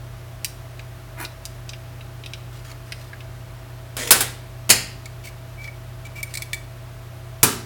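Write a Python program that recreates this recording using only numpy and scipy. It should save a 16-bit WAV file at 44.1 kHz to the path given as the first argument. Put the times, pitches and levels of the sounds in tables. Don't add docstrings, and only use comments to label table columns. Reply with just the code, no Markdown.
import sys
import numpy as np
from scipy import signal
from scipy.fft import rfft, irfft
from scipy.io import wavfile
from scipy.ndimage import uniform_filter1d

SR = 44100
rng = np.random.default_rng(int(sys.argv[2]) if len(sys.argv) > 2 else 0)


def put_to_file(sound):
    columns = np.atleast_2d(sound).T
    safe = np.clip(columns, -1, 1)
    whole_steps = np.round(safe * 32767)
    wavfile.write(sys.argv[1], SR, whole_steps.astype(np.int16))


N = 337365


def from_db(db):
    return 10 ** (np.asarray(db) / 20)


def unit_rms(x):
    return x / np.sqrt(np.mean(x ** 2) + 1e-20)


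def seconds(size):
    return np.arange(size) / SR


def decay(t, t60):
    return np.exp(-np.log(1000) * t / t60)


def at_hz(points, hz):
    known, values = np.transpose(points)
    return np.interp(np.log(np.maximum(hz, 1)), np.log(known), values)


def add(out, start_s, sound):
    start = round(start_s * SR)
    out[start:start + len(sound)] += sound[:N - start]


def tint(x, eq):
    hz = np.fft.rfftfreq(len(x), 1 / SR)
    low_cut = np.minimum(hz / eq[0][0], 1) ** 6
    return unit_rms(irfft(rfft(x) * from_db(at_hz(eq, hz)) * low_cut, len(x)))


def decay_by_octave(x, t60s):
    hz, spectrum, t = np.fft.rfftfreq(len(x), 1 / SR), rfft(x), seconds(len(x))
    centres = np.geomspace(125, 16000, 8)
    bands = [at_hz(list(zip(centres, solo)), hz) for solo in np.eye(len(centres))]
    return sum(irfft(spectrum * band, len(x)) * decay(t, at_hz(t60s, centre))
               for centre, band in zip(centres, bands))


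def drift(rate_hz, size):
    knots = rng.standard_normal(4096)
    return np.interp(seconds(size) * rate_hz, np.arange(len(knots)), knots)


def resonate(x, hz, width_hz):
    r = np.exp(-np.pi * width_hz / SR)
    feedback = [1, -2 * r * np.cos(2 * np.pi * hz / SR), r * r]
    return signal.lfilter(np.array([1, 0, -1]) * (1 - r * r) / 2, feedback, x)


def crowded_modes(t, count):
    lines = np.zeros(len(t) // 2 + 1, complex)
    strengths = rng.standard_normal(count) + 1j * rng.standard_normal(count)
    lines[rng.integers(1, len(lines), count)] = strengths
    return unit_rms(irfft(lines, len(t)))


def hand_pressure(length_s, fade_share):
    return signal.windows.tukey(int(length_s * SR), fade_share)


# pitch_hz, level_db
FRIDGE_TONES = [(44.1, -63), (49.1, -47), (58.0, -54.5), (89.7, -46), (120.0, -39), (122.3, -58),
                (269.1, -63), (290.3, -65.5), (359.8, -58.5), (658.0, -54.5), (807.5, -63)]
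# freq_hz, gain_db
FAN_EQ = [(46, -3), (70, -19.5), (120, -6.5), (168, -11.5), (219, -20.5), (344, -17.5), (526, -20),
          (640, -14), (724, -21), (1170, -20), (3650, -29.5), (7470, -36), (17000, -37)]


def fridge(fan_db=-44.5, waver_db=1.0, wander_rad=0.15):
    t = seconds(N)
    out = from_db(fan_db) * tint(rng.standard_normal(N), FAN_EQ)
    for hz, level_db in FRIDGE_TONES:
        phase = 2 * np.pi * (hz * t + rng.random()) + wander_rad * drift(2.3, N)
        out += np.sqrt(2) * from_db(level_db + waver_db * drift(8.1, N)) * np.sin(phase)
    return out


# freq_hz, t60_s
KITCHEN_DECAY = [(200, 0.38), (4000, 0.38), (16000, 0.32)]


def kitchen(send, predelay_s=0.0078):
    tail = decay_by_octave(rng.standard_normal(SR // 2), KITCHEN_DECAY)
    tail *= seconds(len(tail)) > predelay_s
    return signal.fftconvolve(send, tail / np.linalg.norm(tail))[:N]


# start_s, length_s, rub_db, tone_db
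SHAFT_PULLS = [(5.229, 0.077, -42, -51), (5.569, 0.15, -52, -43.5), (6.047, 0.032, -43.5, -42),
               (6.149, 0.07, -43, -42)]
PULL_FADE_SHARE = 0.43


def shaft_singing(pitch_hz=2306, jitter_hz=35, flutter_db=3.5):
    out = np.zeros(N)
    for start_s, length_s, _, tone_db in SHAFT_PULLS:
        swell = hand_pressure(length_s, PULL_FADE_SHARE)
        phase = 2 * np.pi * np.cumsum(pitch_hz + jitter_hz * drift(197, len(swell))) / SR
        gain = from_db(tone_db + flutter_db * drift(93, len(swell)))
        add(out, start_s, np.sqrt(2) * gain * swell * np.sin(phase))
    return out


CONTACT_EQ = { "crank": [(70, -10.5), (250, -15), (400, -9), (800, -7.5), (1550, -6), (3500, -6.5),
              (5800, -8), (9200, -2), (13000, -5.5), (17000, -9.5)], "arm": [(70, -6.5), (400, -7),
              (1000, -7), (1900, -1), (2900, 2), (3550, -8.5), (4400, 3.5), (5200, 1.5), (5900, -5),
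              (7200, 5), (8100, -4), (9200, 1.5), (10700, -3), (17000, -11.5)], "shaft": [(100, -12),
              (160, -16), (380, -18), (720, -24), (1300, -12.5), (1840, -20.5), (3000, -21), (4750, -19.5),
              (8770, -15.5), (12000, -15.5), (17000, -20)], "counter": [(120, -18), (350, 8.5), (1100, -8),
              (2000, 6), (3500, -3), (9000, -4.5), (12000, -10), (17000, -15)], "scuff": [(300, -1),
              (700, -4.5), (1300, 0.5), (2100, -2), (3200, -15), (7000, -18), (10000, -11.5), (16000, -17)],
              "thread": [(1200, 8), (2400, 3.5), (4200, 4), (9000, -2), (16000, -9)], "guide": [(1700, -14),
              (2280, 0.5), (3000, -9), (6500, -8.5), (9500, -13.5), (16000, -15.5)]}
# start_s, length_s, level_db, fade_share, surface
RUB_STROKES = [(1.16, 0.12, -32.5, 0.74, "scuff"), (2.523, 0.091, -48.5, 0.2, "thread"),
               (2.643, .085, -45.5, 0, "thread"), (2.849, 0.27, -52, 0.15, "thread"),
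               (3.967, .155, -30.5, 0.46, "counter"), (6.244, 0.27, -50, 0.6, "thread")]


def rubs(grain_db=5.0, grains_per_s=300, bright_hz=4000):
    out, t = np.zeros(N), seconds(4096)
    lowpass = signal.butter(2, bright_hz, fs=SR, output="sos")
    pulls = [(start_s, length_s, rub_db, PULL_FADE_SHARE, "guide")
             for start_s, length_s, rub_db, _ in SHAFT_PULLS]
    for start_s, length_s, level_db, fade_share, surface in RUB_STROKES + pulls:
        slips = rng.standard_normal(16384)
        slips *= from_db(grain_db * drift(grains_per_s, len(slips)))
        metal = crowded_modes(t, count=150) * decay(t, t60=0.07)
        ringing = signal.fftconvolve(slips, metal / np.linalg.norm(metal))[:len(slips)]
        pressure = hand_pressure(length_s, fade_share)
        scrape = tint(slips + ringing, CONTACT_EQ[surface])[:len(pressure)]
        dull = signal.sosfiltfilt(lowpass, scrape)
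        add(out, start_s, from_db(level_db) * (pressure * dull + pressure ** 2 * (scrape - dull)))
    return out


def held_knocks(knocks, body, chatter_t60, snap, full_db, narrowing):
    out, t = np.zeros(N), seconds(4096)
    low_cut = signal.butter(2, 1300, "high", fs=SR, output="sos")
    for start_s, level_db, struck_hz in knocks:
        fall_db_per_octave = narrowing * max(full_db - level_db, 0)
        contact = rng.standard_normal(len(t)) * decay(t, chatter_t60)
        contact[0] += snap
        ring = np.zeros(len(t))
        for k, (hz, width_hz, gain_db) in enumerate(body):
            octaves = np.log2(hz / struck_hz)
            fall_db = fall_db_per_octave * max(octaves, -0.5 * octaves)
            spread_db = 2.0 * rng.standard_normal()
            ring += (-1) ** k * from_db(gain_db - fall_db + spread_db) * resonate(contact, hz, width_hz)
        ring = signal.sosfilt(low_cut, ring)
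        peak_rms = np.sqrt(uniform_filter1d(ring ** 2, size=128).max())
        add(out, start_s, from_db(level_db) * ring / peak_rms)
    return out


# start_s, level_db, struck_hz
CRANK_HITS = [(.4459, -16.5, 7500), (.7938, -34, 2230), (1.2497, -27, 4100), (1.4539, -25, 8400),
              (1.6921, -29.5, 5300), (1.734, -31.5, 2070), (2.0093, -37.5, 3100), (2.2376, -34, 2940),
              (2.261, -30, 3350), (2.3351, -26, 2300), (2.9216, -25.5, 2170), (3.1314, -33, 1550),
              (3.2058, -36.5, 2830)]
# pitch_hz, width_hz, gain_db
CRANK_RESONANCES = [(1570, 110, -0.5), (2080, 680, -1), (2760, 760, 3), (3930, 320, 5.5), (4830, 340, 5.5),
                    (5900, 800, 2.5), (8760, 1900, 2), (14800, 1400, 0.5)]


def crank_ticks():
    return held_knocks(CRANK_HITS, CRANK_RESONANCES,
                       chatter_t60=0.05, snap=8.5, full_db=-10.5, narrowing=0.73)


# start_s, level_db, struck_hz
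SHAFT_HITS = [(5.057, -34, 6400), (5.272, -35, 2340), (5.642, -34, 2260), (5.677, -35, 2300),
              (6.2297, -22.5, 14100), (6.3395, -27, 7040), (6.3523, -25.5, 8800), (6.3726, -23.5, 8100),
              (6.4211, -24.5, 8000), (6.5318, -19.5, 2400), (6.5434, -27.5, 12000)]
# pitch_hz, width_hz, gain_db
SHAFT_RESONANCES = [(1760, 98, -0.5), (2268, 63, 17), (3390, 150, 1), (4400, 1130, -2), (6600, 220, -5),
                    (7150, 110, -0.5), (7980, 130, 0.5), (8820, 110, 5), (11100, 770, -5), (13600, 510, -3),
                    (15600, 500, -6)]


def shaft_clinks():
    return held_knocks(SHAFT_HITS, SHAFT_RESONANCES,
                       chatter_t60=0.036, snap=4.0, full_db=-14.5, narrowing=0.49)


# freq_hz, t60_s
COUNTER_DECAY = [(100, 0.57), (400, 0.49), (1000, 0.4), (3000, 0.52), (8000, 0.34), (16000, 0.04)]
PART_MODES = { "crank": [(790, -25.5, 0.32), (1530, -14, 0.13), (2070, -39, 0.26), (3140, -39, 0.34),
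              (4320, -34, 0.35), (5150, -14, 0.084), (8700, -33, .4), (10900, -34, 0.28)],
              "arm": [(2065, -28, 0.3), (2080, -23, 0.15), (2490, -26, 0.23), (3000, -35, 0.31),
              (4080, -40, 0.57), (4361, -32, 0.37), (4900, -32, 0.55), (5080, -35, 0.5), (5370, -32, 0.23),
              (2730, -33, 0.17), (7450, -47, 0.21), (7267, -41, 0.36), (8150, -30, 0.29),
              (10270, -37, 0.083)], "shaft": [(108.3, -27, 0.46), (175.5, -36, 0.71), (305, -25, 0.21),
              (399.6, -28.5, 0.41), (1176, -22.5, 0.27), (2420, -16.5, 0.14), (4420, -39, 0.57),
              (5820, -9, 0.058), (7623, -36, 0.24), (9000, -13, 0.12), (10480, -34, .25),
              (15610, -26, .15)]}
# start_s, level_db, clash_t60_s, counter_gain_db, part
HEAVY_HITS = [(3.9676, -23.5, 0.021, -2, "crank"), (4.107, 5, 0.071, -20.5, "crank"),
              (4.119, -7.5, 0.053, -9.5, "crank"), (4.2066, -12.5, 0.1, -12, "crank"),
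              (4.693, -16.5, 0.16, -1, "arm"), (4.7014, 1, 0.084, -19, "arm"),
              (7.4307, -1, 0.063, -12, "shaft")]


def blows(boom_db=9.0, ring_trim_db=-1.0):
    out, t = np.zeros(N), seconds(32768)
    for start_s, level_db, clash_t60, counter_gain_db, part in HEAVY_HITS:
        burst, wash = rng.standard_normal((2, len(t)))
        clash = tint(burst, CONTACT_EQ[part]) * decay(t, clash_t60)
        sheet_eq = [(hz, db + at_hz([(300, boom_db), (6000, 0)], hz)) for hz, db in CONTACT_EQ[part]]
        sheet = tint(crowded_modes(t, count=1500) + 0.5 * wash, sheet_eq)
        counter = from_db(counter_gain_db) * decay_by_octave(sheet, COUNTER_DECAY)
        ring = sum(from_db(db) * np.sin(2 * np.pi * hz * t) * decay(t, t60)
                   for hz, db, t60 in PART_MODES[part])
        add(out, start_s, from_db(level_db) * (clash + counter + from_db(ring_trim_db) * ring))
    return out


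def scene(handling_send_db=-13.0, blow_send_db=-14.0):
    handling = crank_ticks() + shaft_clinks() + rubs() + shaft_singing()
    heavy = blows()
    room = kitchen(from_db(handling_send_db) * handling + from_db(blow_send_db) * heavy)
    return (handling + heavy + room + fridge())[None]


def record(dry, ceiling=0.78, cutoff_hz=17050):
    lowpass = signal.ellip(10, 0.1, 70, cutoff_hz, fs=SR, output="sos")
    return signal.sosfilt(lowpass, np.clip(dry, -ceiling, ceiling))


dry = scene()
out = record(dry)
put_to_file(out)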